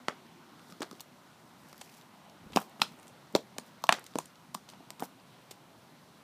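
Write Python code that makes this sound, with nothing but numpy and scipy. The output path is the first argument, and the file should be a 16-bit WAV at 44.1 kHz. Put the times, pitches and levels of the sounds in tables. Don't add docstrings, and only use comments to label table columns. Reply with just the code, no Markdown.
import sys
import numpy as np
from scipy import signal
from scipy.io import wavfile

SR = 44100
rng = np.random.default_rng(int(sys.argv[2]) if len(sys.argv) > 2 else 0)


def persist_wave(psi):
    counts = np.round(np.clip(psi, -1, 1) * 32767).astype(np.int16)
    wavfile.write(sys.argv[1], SR, np.atleast_2d(counts).T)


def elevation(decibels):
    levels = np.asarray(decibels, float)
    return 10 ** (levels / 20)


N = 274743


def rms_one(x):
    return x / np.sqrt(np.mean(x ** 2) + 1e-20)


def curve(rows, outside=None):
    t_s, value = np.transpose(rows)
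    return np.interp(np.arange(N) / SR, t_s, value, outside, outside)


def at_hz(points, hz):
    points = np.array(points)
    return np.interp(np.log(hz), np.log(points[:, 0]), points[:, 1])


def drift(rate_hz):
    r = np.exp(-80 * np.pi * rate_hz / SR)
    slow = signal.lfilter([1], [1, -2 * r, r * r], rng.standard_normal(N // 40 + 2002))
    slow = rms_one(slow[2000:])
    return np.interp(np.arange(N) / 40, np.arange(len(slow)), slow)


def ring(x, hz, t60_s):
    r = elevation(-60 / (t60_s * SR))
    w = 2 * np.pi * hz / SR
    return signal.lfilter([0, np.sin(w)], [1, -2 * r * np.cos(w), r * r], x)


def cut(x, hz, kind, order=2):
    return signal.sosfilt(signal.butter(order, hz, kind, fs=SR, output="sos"), x)


def add(out, t_s, sound, db):
    i = round(t_s * SR)
    out[i:i + len(sound)] += elevation(db) * sound[:N - i]


def bands(white):
    edges_hz = 24 * 2 ** np.arange(0, 9.6, .5)
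    return [(np.sqrt(low * high), cut(white[k % 2], [low, high], "band"))
            for k, (low, high) in enumerate(zip(edges_hz, edges_hz[1:]))]


def swell(t_s, db, rise_s, fall_s):
    t = np.arange(N) / SR - t_s
    return elevation(db - 20 * np.maximum(-t / rise_s, t / fall_s))


# t/s, peak level/dB, body f/Hz, t60/s, upper mode level/dB
HEEL_KNOCKS = [(0.0845, -24, 2120, 0.005, -17), (1.0055, -40, 900, 0.0069, -3),
               (1.8152, -36.5, 706, 0.0096, 0.5), (2.5714, -6, 800, 0.006, 1),
               (2.8169, -16.5, 846, 0.01, -4.5), (2.8176, -14.5, 2550, 0.014, -32),
               (2.8182, -17, 5260, 0.016, -30), (2.8335, -40, 700, 0.015, 22),
               (3.3580, -22, 764, 0.0094, 4), (3.5851, -24.5, 674, 0.0034, 0), (3.8399, -18, 640, 0.015, 4),
               (3.8916, -4.5, 624, 0.019, 11.5), (3.908, -21, 700, 0.0082, 9),
               (3.9247, -9.5, 730, 0.0035, 4.5), (4.186, -25, 420, 0.0086, 3),
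               (4.5479, -25, 690, 0.014, 7.5), (4.7345, -40, 756, 0.0081, -25),
               (4.9043, -36.5, 623, 0.023, 15), (5.5115, -37, 532, 0.0053, -3.5),
               (2.5716, -17, 2540, 0.0081, -30), (2.8184, -11.5, 4020, 0.01, -28),
               (3.373, -36, 500, 0.03, -28), (3.5655, -40.5, 650, 0.013, -12),
               (3.8920, -8, 1700, 0.0083, -32)]
SOLE_KNOCKS = [(0.0836, -14, 363, 0.014, 7.5), (0.7229, -37, 194, 0.032, -1),
               (0.8191, -21, 314, 0.0061, 12), (0.8259, -28.5, 358, 0.033, -11),
               (0.913, -35, 225, 0.029, 2), (0.9293, -37, 336, 0.015, -27), (1.7288, -39, 170, 0.013, 6),
               (2.5869, -30, 170, 0.009, 7), (2.7962, -35, 197, 0.011, 6), (3.3517, -6, 530, 0.0065, -17),
               (4.1563, -15.5, 454, 0.0037, -15), (4.687, -43, 220, 0.011, 18),
               (5.003, -34.5, 170, 0.029, 0), (0.0843, -29, 1570, 0.0074, -30),
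               (2.8174, -18.5, 1336, 0.021, -30), (3.5845, -39, 1880, 0.011, 0)]
PAD_TOUCHES = [(0.6947, -40, 290, 0.0095, -20), (0.8059, -25.5, 305, 0.0069, -25),
               (2.4, -48, 170, 0.044, -23), (2.449, -46, 170, 0.03, -17), (2.468, -43, 170, 0.029, -22),
               (2.503, -42, 400, 0.016, -30), (2.5458, -44, 186, 0.028, -23),
               (2.5607, -12, 298, 0.0042, -1.5), (3.0547, -42.5, 250, 0.012, 3),
               (3.3379, -34, 186, 0.01, -38), (4.55, -35, 197, 0.04, -32), (4.8056, -40, 252, 0.021, 9),
               (5.0235, -20.5, 300, 0.0057, 2), (5.0339, -34, 239, 0.011, 12)]


def knocks():
    out, t = np.zeros(N), np.arange(4096) / SR
    parts = [(HEEL_KNOCKS, 1107), (SOLE_KNOCKS, 1240), (PAD_TOUCHES, 714)]
    blows = [(*row, upper_hz) for rows, upper_hz in parts for row in rows]
    for t_s, peak_db, body_hz, t60_s, upper_db, upper_hz in blows:
        push = 0.057 * rng.standard_normal(4096) * np.exp(-t / 0.0049)
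        push[0] += 1
        dull_hz = max(2.3 * body_hz, 1.35 * upper_hz * elevation(min(upper_db, 6) / 2))
        push = cut(push, dull_hz, "low", order=1)
        body = ring(push, body_hz, t60_s) - elevation(upper_db) * ring(push, upper_hz, 0.55 * t60_s)
        slab = elevation(-18.5) * ring(push, 224, 0.02)
        add(out, t_s, (body + slab) / np.abs(body).max(), peak_db)
    out = cut(out, 7100, "low")
    return cut(out, 190, "high", order=3)


# t/s, level/dB, tilt/dB per resonance, odd-even/dB, decay/ms
CRUSHED_GRIT = [(0.0831, -38.5, -2, 1, 1.32), (0.8182, -48.5, 2, 1, 1.4), (0.8195, -42.5, 2, 0, 3.4),
                (0.829, -50.5, -0.5, -10.5, 1.22), (1.0052, -46.5, 7.5, -5.5, 2.2),
                (1.812, -45, 3, 3.5, 3.7), (2.532, -58.5, -7, 2.5, 4.6), (2.5607, -33, 2.5, -7.5, 1.36),
                (2.57, -38, -0.5, 6.5, 2.4), (2.817, -27, -1, 1.5, 1.9), (2.8285, -52, 12, -4, 3.7),
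                (3.3506, -29.5, -0.5, -3.5, 1.19), (3.358, -37, 3.5, -1, 3.5),
                (3.583, -37.5, 4.5, 2.5, 1.15), (3.8388, -38.5, 3.5, -3.5, 1.57),
                (3.8916, -33, -4, 10, 1.19), (3.9242, -28, 0, 0.5, 2), (3.9405, -50, -3, -8, 1),
                (4.156, -45, 2, 1.5, 0.91), (4.186, -35.5, 6.5, 5.5, 1.16), (4.5445, -44, 9, 4, 1.74),
                (4.5485, -41, 4.5, -3.5, 1.16), (4.9044, -43, 4.5, 2.5, 0.98), (5.5085, -44.5, 5.5, 0, 5.9)]
# t/s, level/dB, tilt/dB per resonance, odd-even/dB
GRINDING_GRIT = [(0.805, -52.5, 1.5, -4), (0.928, -62, 3.0, -7), (2.5213, -59, 1.0, 3), (2.555, -64, -2, 8),
                 (2.576, -50, 9, -2), (2.601, -52, 9, -2), (2.8, -59, -1, 7), (3.3623, -50, -0.5, 6),
                 (4.0641, -49, 4.5, 0), (4.256, -53.5, 8.5, 4.5), (4.689, -51.5, 1, -2),
                 (4.6993, -54.5, 3, 2), (4.735, -72, -8, 4), (4.996, -49, 3, 4), (5.003, -51, 10, -4),
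                 (5.023, -57.5, 3, 10.5), (5.034, -53, 11, -2), (5.0397, -54, 9, -5)]
# t/s, level/dB, tilt/dB per resonance, odd-even/dB
SKIPPING_STONES = [
    (0.912, -50.5, 4, 0),
    (0.997, -56, -1.0, -3),
    (1.012, -54, 10, 5),
    (2.6181, -54, 11, -1),
    (2.812, -57, 10, -3),
    (3.8685, -50, 4, -2),
    (3.994, -58, 13.5, 2),
    (4.0414, -54.5, 7.5, 0),
    (5.0509, -58, 6, 1.0),
]
# t/s, level/dB, tilt/dB per resonance, odd-even/dB
LEAF_SNAPS = [(0.5944, -63.5, -1, 4), (0.723, -55.5, 2, -2), (0.952, -63, 1, 0), (1.6862, -66, 12, 0),
              (1.695, -65, 7, 0), (1.7300, -66.5, -7, -3), (1.779, -61, 8, -7), (1.895, -65, 1, 5.5),
              (1.94, -65, 0, -4), (2.012, -63, 3, -7), (2.0207, -67.0, 7, 0), (2.297, -64.5, 2, -7),
              (2.695, -67, 13, 1.5), (2.921, -65, 7, 2), (2.9891, -65, 4, 6), (2.9977, -64, 6, 9),
              (3.03, -62, 4.5, 6), (3.07, -63, 5.5, 8), (3.0796, -58.5, 7, 7), (3.0958, -65.0, 1.0, 2),
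              (3.663, -66, 10, 0), (3.822, -66, 9, 0), (4.356, -70, -4, -9), (0.265, -68.5, -2, -2),
              (0.7, -63, 2, 7), (3.325, -64, 10, 0), (3.41, -67, 8, 0), (4.137, -65, -3, 0)]
# f/Hz, width/Hz
CRACK_RESONANCES = [(2700, 2200), (4500, 2940), (8000, 3000), (13500, 4200)]
CRACK_LEVELS_DB = [0.5, 1, -6, -14.5]


def cracks():
    out, t, k = np.zeros(N), np.arange(-256, 768) / SR, np.arange(4)
    grind_ms, stone_ms, leaf_ms = 2, 0.94, 1.3
    lead_ms, lead_db = 0.82, -21
    rows = [*CRUSHED_GRIT]
    rows += [(*row, grind_ms) for row in GRINDING_GRIT]
    rows += [(*row, stone_ms) for row in SKIPPING_STONES]
    rows += [(*row, leaf_ms) for row in LEAF_SNAPS]
    size = (len(rows), len(t))
    grains = rng.standard_normal(size) * elevation(0.68 * rng.exponential(1, size))
    lead = elevation(lead_db) * np.exp(-np.abs(1000 * t / lead_ms))
    for (t_s, level_db, tilt_db, odd_db, decay_ms), grain in zip(rows, grains):
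        x = 1000 * t / decay_ms
        burst = grain * (lead + np.maximum(0, 1 - np.exp(-1.6 * x)) * np.exp(-np.abs(x)))
        burst[np.searchsorted(x, .4)] += 1.1 / decay_ms * np.sqrt(np.sum(burst ** 2))
        sign = (-1) ** k
        levels_db = level_db + np.array(CRACK_LEVELS_DB) + tilt_db * (k - k.mean()) + odd_db * sign
        for (hz, width_hz), db, phase in zip(CRACK_RESONANCES, levels_db, sign):
            part = cut(burst, [hz - width_hz / 2, hz + width_hz / 2], "band")
            add(out, t_s + t[0], phase * part / np.sqrt(np.sum(part ** 2) / 220), db)
    return out


# t/s, peak level/dB, f/Hz, t60/s
BOUNCES = [(0.084, -25, 1020, 0.0015), (0.0924, -34, 1300, .008), (0.097, -26.5, 1500, .006),
           (.098, -44, 3200, .005), (.104, -35, 1450, .005), (0.109, -36, 2000, .008),
           (.121, -39, 805, .012), (.127, -40, 400, .015), (1.745, -41, 1500, .006),
           (1.794, -52, 4000, .005), (1.876, -48, 2500, .005), (1.893, -43, 2500, .005),
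           (2.532, -46, 7000, .003), (2.534, -31, 3100, .005), (2.571, -32, 2280, .005),
           (2.5715, -30, 7500, .004), (2.5867, -30, 1500, .008), (2.816, -20, 4500, .002),
           (2.8295, -32, 7500, .004), (2.833, -34, 4200, .012), (2.834, -36, 5300, .01),
           (2.834, -28, 1400, 0.014), (2.843, -40, 4100, .006), (2.849, -42, 4200, .006),
           (3.343, -30, 250, 0.022), (3.351, -22, 193, 0.05), (3.363, -35, 2800, .008),
           (3.362, -23, 850, 0.015), (3.374, -35, 424, 0.014), (3.391, -33.5, 450, 0.018),
           (3.8924, -10.5, 3100, 0.0053), (3.8914, -16, 7850, 0.0045), (3.9075, -32, 4200, .008),
           (3.9262, -20, 5030, .006), (3.9405, -40, 4800, .008), (3.94, -28, 1610, 0.0091),
           (3.949, -32, 1920, .008), (4.1868, -19.5, 1000, 0.016), (.0836, -20, 4440, 0.0079),
           (.8215, -31, 7900, 0.0091), (3.585, -28.5, 3020, 0.0046), (3.587, -36, 8500, .004),
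           (3.598, -43, 8800, .01), (3.598, -45, 4400, .012), (4.1635, -44, 6000, .004),
           (4.193, -38, 6000, .004), (4.204, -38, 1080, .02), (4.5555, -43, 5500, .004),
           (4.905, -45, 1060, .012), (3.899, -30, 1900, .006)]
# t/s, peak level/dB, f/Hz, t60/s
MORE_BOUNCES = [(3.8915, -19, 2500, .004), (3.8925, -26, 3700, .007), (3.894, -37, 12500, .005),
                (3.925, -22, 8100, .003), (3.9245, -18, 2500, 0.0033), (3.839, -33, 3100, .004),
                (3.932, -28, 2100, .006), (3.908, -28, 1800, .006), (3.8995, -29, 1300, .007),
                (3.868, -39, 1100, .006), (3.955, -42, 5500, .005), (3.3635, -24, 870, .009),
                (3.3885, -39, 2600, .005), (3.3585, -40, 14000, .004), (3.359, -29, 5300, .004),
                (3.3665, -38, 4600, .005), (2.5612, -27, 4300, 0.0016), (2.505, -40, 200, .03),
                (2.8, -38, 170, .025), (2.614, -40, 1000, .015), (2.587, -34, 710, .012),
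                (2.533, -44, 1100, .012), (4.18, -40, 470, .01), (4.1605, -27, 450, .012),
                (1.731, -48, 3700, .004), (.099, -37, 650, .008), (.1055, -36, 650, .008),
                (4.549, -44, 8100, .003), (4.2, -44, 2200, .004), (4.575, -44, 1200, .01),
                (5.2, -48, 4700, .008), (4.9965, -40, 1050, 0.0076), (5.034, -40, 2150, 0.014),
                (5.036, -38, 960, .015), (5.004, -46, 4500, .005), (2.6, -40, 1000, .008),
                (2.8175, -26, 8500, .003), (4.805, -50, 4000, .004), (4.397, -54, 4500, .004),
                (3.565, -52, 2900, .005), (3.84, -36, 5500, .004), (4.188, -28, 950, .008),
                (4.1565, -32, 1100, .004), (4.195, -40, 550, .008), (2.5715, -16, 1000, .006),
                (2.579, -30, 1100, .006), (3.3505, -26, 4700, .003), (2.874, -46, 4200, .04),
                (.0838, -24, 1700, .004), (2.856, -42, 4200, .04)]


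def rebounds():
    out, t = np.zeros(N), np.arange(4096) / SR
    touch_ms = 0.17
    for t_s, peak_db, hz, t60_s in [*BOUNCES, *MORE_BOUNCES]:
        touch = (1 + rng.standard_normal(4096)) * np.exp(-1000 * t / touch_ms)
        body = ring(touch, hz, t60_s)
        add(out, t_s, body / np.abs(body).max(), peak_db)
    return cut(out, 167, "high", order=4)


# t/s of peak, level/dB, rise/s, fall/s, top f/Hz
LITTER = [(.098, -48, .015, 0.06, 2320), (.825, -38.5, .02, 0.042, 1500), (2.59, -43, .02, 0.05, 1500),
          (2.84, -50.5, .02, 0.071, 1610), (3.375, -40, 0.017, 0.049, 655),
          (3.935, -38.5, 0.027, 0.075, 2200), (4.2, -49.5, 0.022, 0.048, 1200),
          (5.03, -41.5, 0.04, 0.034, 1180), (3.965, -48, .02, .06, 2100), (.125, -54, .02, .05, 2300),
          (2.615, -49, .025, .04, 1500), (3.912, -42, .015, .015, 2400)]


def settles():
    crumbs_per_s = 2500
    crumbs = rng.standard_normal(N) * (rng.random(N) < crumbs_per_s / SR) * elevation(2.4 * drift(63))
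    return sum(swell(t_s, db, rise_s, fall_s) * rms_one(cut(crumbs, [280, top_hz], "band"))
               for t_s, db, rise_s, fall_s, top_hz in LITTER)


# t/s of peak, level/dB, rise/s, fall/s, extra top/dB
GRASS_BRUSHES = [
    (.715, -59, .15, 0.044, 1),
    (1.7, -68.5, 0.23, 0.46, -3),
    (1.838, -60, .04, 0.082, 1),
    (1.99, -63, 0.58, 0.055, 5),
    (3.09, -70, .3, .03, 9),
    (3.68, -63.5, 0.081, .04, 1),
    (4.09, -64, .25, 0.29, -6),
]
# t/s of peak, level/dB, rise/s, fall/s, extra top/dB
GRIT_GRATES = [(.84, -57, 0.036, .035, -5), (1.0, -67, 0.18, .05, -2), (2.58, -57.5, 0.057, 0.072, 13),
               (2.626, -55, .04, 0.035, -2), (2.836, -49, 0.022, 0.055, -10), (2.803, -55, .01, 0.03, 3),
               (3.6, -56, .01, .03, 0), (3.95, -47, 0.053, 0.033, -15), (4.205, -54, 0.043, 0.092, -9),
               (4.56, -57, .02, .05, -10), (4.7, -54.5, 0.014, 0.042, -2), (5.0, -58, 0.004, .04, 5),
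               (5.045, -54.5, 0.044, 0.042, 8.5), (3.8905, -48, .005, .003, 0), (3.913, -52, .02, .02, -10),
               (2.87, -63, .04, .08, -6), (3.355, -48, .004, .006, -3), (3.375, -54, .015, .06, -8),
               (2.567, -48, .006, .005, -3), (.091, -54, .006, .02, -8), (3.856, -60, .012, .02, -10)]
# f/Hz, density level/dB per Hz
RUSTLE_SPECTRUM = [(1000, -20), (2000, -20), (4500, 8), (8000, -0.5), (11000, -3), (14500, -3.5)]


def rustle():
    born = rng.random((2, N)) < 4000 * elevation(4 * drift(50)) / SR
    snaps = rng.standard_normal((2, N)) * elevation(2.5 * rng.exponential(1, (2, N))) * born
    sound = sum(elevation(at_hz(RUSTLE_SPECTRUM, hz)) * b for hz, b in bands(snaps + 1e-18) if hz > 1000)
    sound = rms_one(sound)
    top = cut(sound, 7200, "high")
    return sum(swell(t_s, db, rise_s, fall_s) * (sound - top + elevation(top_db) * top)
               for t_s, db, rise_s, fall_s, top_db in [*GRASS_BRUSHES, *GRIT_GRATES])


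# t/s, level/dB
LEG_GUST = [
    (2.37, -90),
    (2.4, -59),
    (2.5, -57),
    (2.56, -48),
    (2.62, -90),
]


def gust():
    lumps = cut(rng.standard_normal(N), [80, 220], "band") * elevation(4.1 * drift(30))
    return elevation(curve(LEG_GUST, -120)) * rms_one(lumps)


# f/Hz, t60/s
TAIL_T60 = [(200, 0.19), (700, 0.32), (2000, 0.25), (5000, 0.17), (12000, 0.14)]
# f/Hz, level/dB
TAIL_LEVEL = [(200, -1), (420, -15), (700, -13.5), (2000, -12), (5000, -5), (12000, -4)]
# t/s, level/dB
WALL_ECHOES = [
    (.0085, -43),
    (.015, -29),
    (0.022, -26.5),
]


def garden(x):
    t, tail = np.arange(SR // 2) / SR, 0
    for hz, b in bands(rng.standard_normal((2, len(t)))):
        if hz > 140:
            t60_s = at_hz(TAIL_T60, hz)
            tail = tail + elevation(at_hz(TAIL_LEVEL, hz) - 60 * t / t60_s) * b / np.sqrt(t60_s)
    tail = 0.007 * tail * (1 - np.exp(-t / 0.00091))
    for t_s, db in WALL_ECHOES:
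        scatter = rng.standard_normal(88) * np.hanning(88)
        add(tail, t_s, cut(scatter / np.sqrt(33), 3600, "low"), db)
    return signal.fftconvolve(x, tail)[:N]


# t/s, level/dB
TRAFFIC_LEVEL = [
    (0.0, -54),
    (0.43, -56.5),
    (0.83, -52.5),
    (1.13, -55.5),
    (2.44, -56.5),
    (2.55, -53.5),
    (4.29, -58.5),
    (6.23, -57.5),
]
# f/Hz, density level/dB per Hz
AIR_SPECTRUM = [(15, -73), (40, -46), (106, -22), (150, 2), (243, 1), (354, -5.5), (462, -11.5),
                (515, -9.5), (903, -8.5), (1540, -13.5), (1670, -16.5), (3930, -16), (5570, -22.5),
                (15000, -29)]


def far():
    traffic_db = curve(TRAFFIC_LEVEL)
    swing_db, together = traffic_db - traffic_db.mean(), drift(2.9)
    layers = [(-72.5 + 1.2 * drift(1.9), 0, 130),
              (-60.5 + 0.71 * swing_db, 130, 400),
              (-60.5 + 0.45 * swing_db, 400, 2000),
              (-65 + 0.22 * swing_db, 2000, SR)]
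    parts = []
    for hz, b in bands(rng.standard_normal((2, N))):
        wander_db = .4 * together + 1.2 * drift(11) + 1.1 * drift(1.2)
        wander_db = wander_db * min(1, 2500 / hz)
        parts.append((hz, elevation(at_hz(AIR_SPECTRUM, hz) + wander_db) * b))
    return sum(elevation(db + 2) * rms_one(sum(b for hz, b in parts if low_hz < hz < high_hz))
               for db, low_hz, high_hz in layers)


def scene():
    boots = knocks() + cracks()
    return (boots + garden(boots) + rustle() + far() + gust() + settles() + rebounds())[None]


def band_limit(x):
    return signal.sosfilt(signal.butter(12, 16480, fs=SR, output="sos"), x)


def record(dry):
    rounded = 1.401 * np.tanh(dry / 1.803)
    rolloff = signal.cheby2(10, 26, 15550, fs=SR, output="sos")
    mix = signal.sosfilt(rolloff, rounded)
    return band_limit(mix)


dry = scene()
out = record(dry)
persist_wave(out)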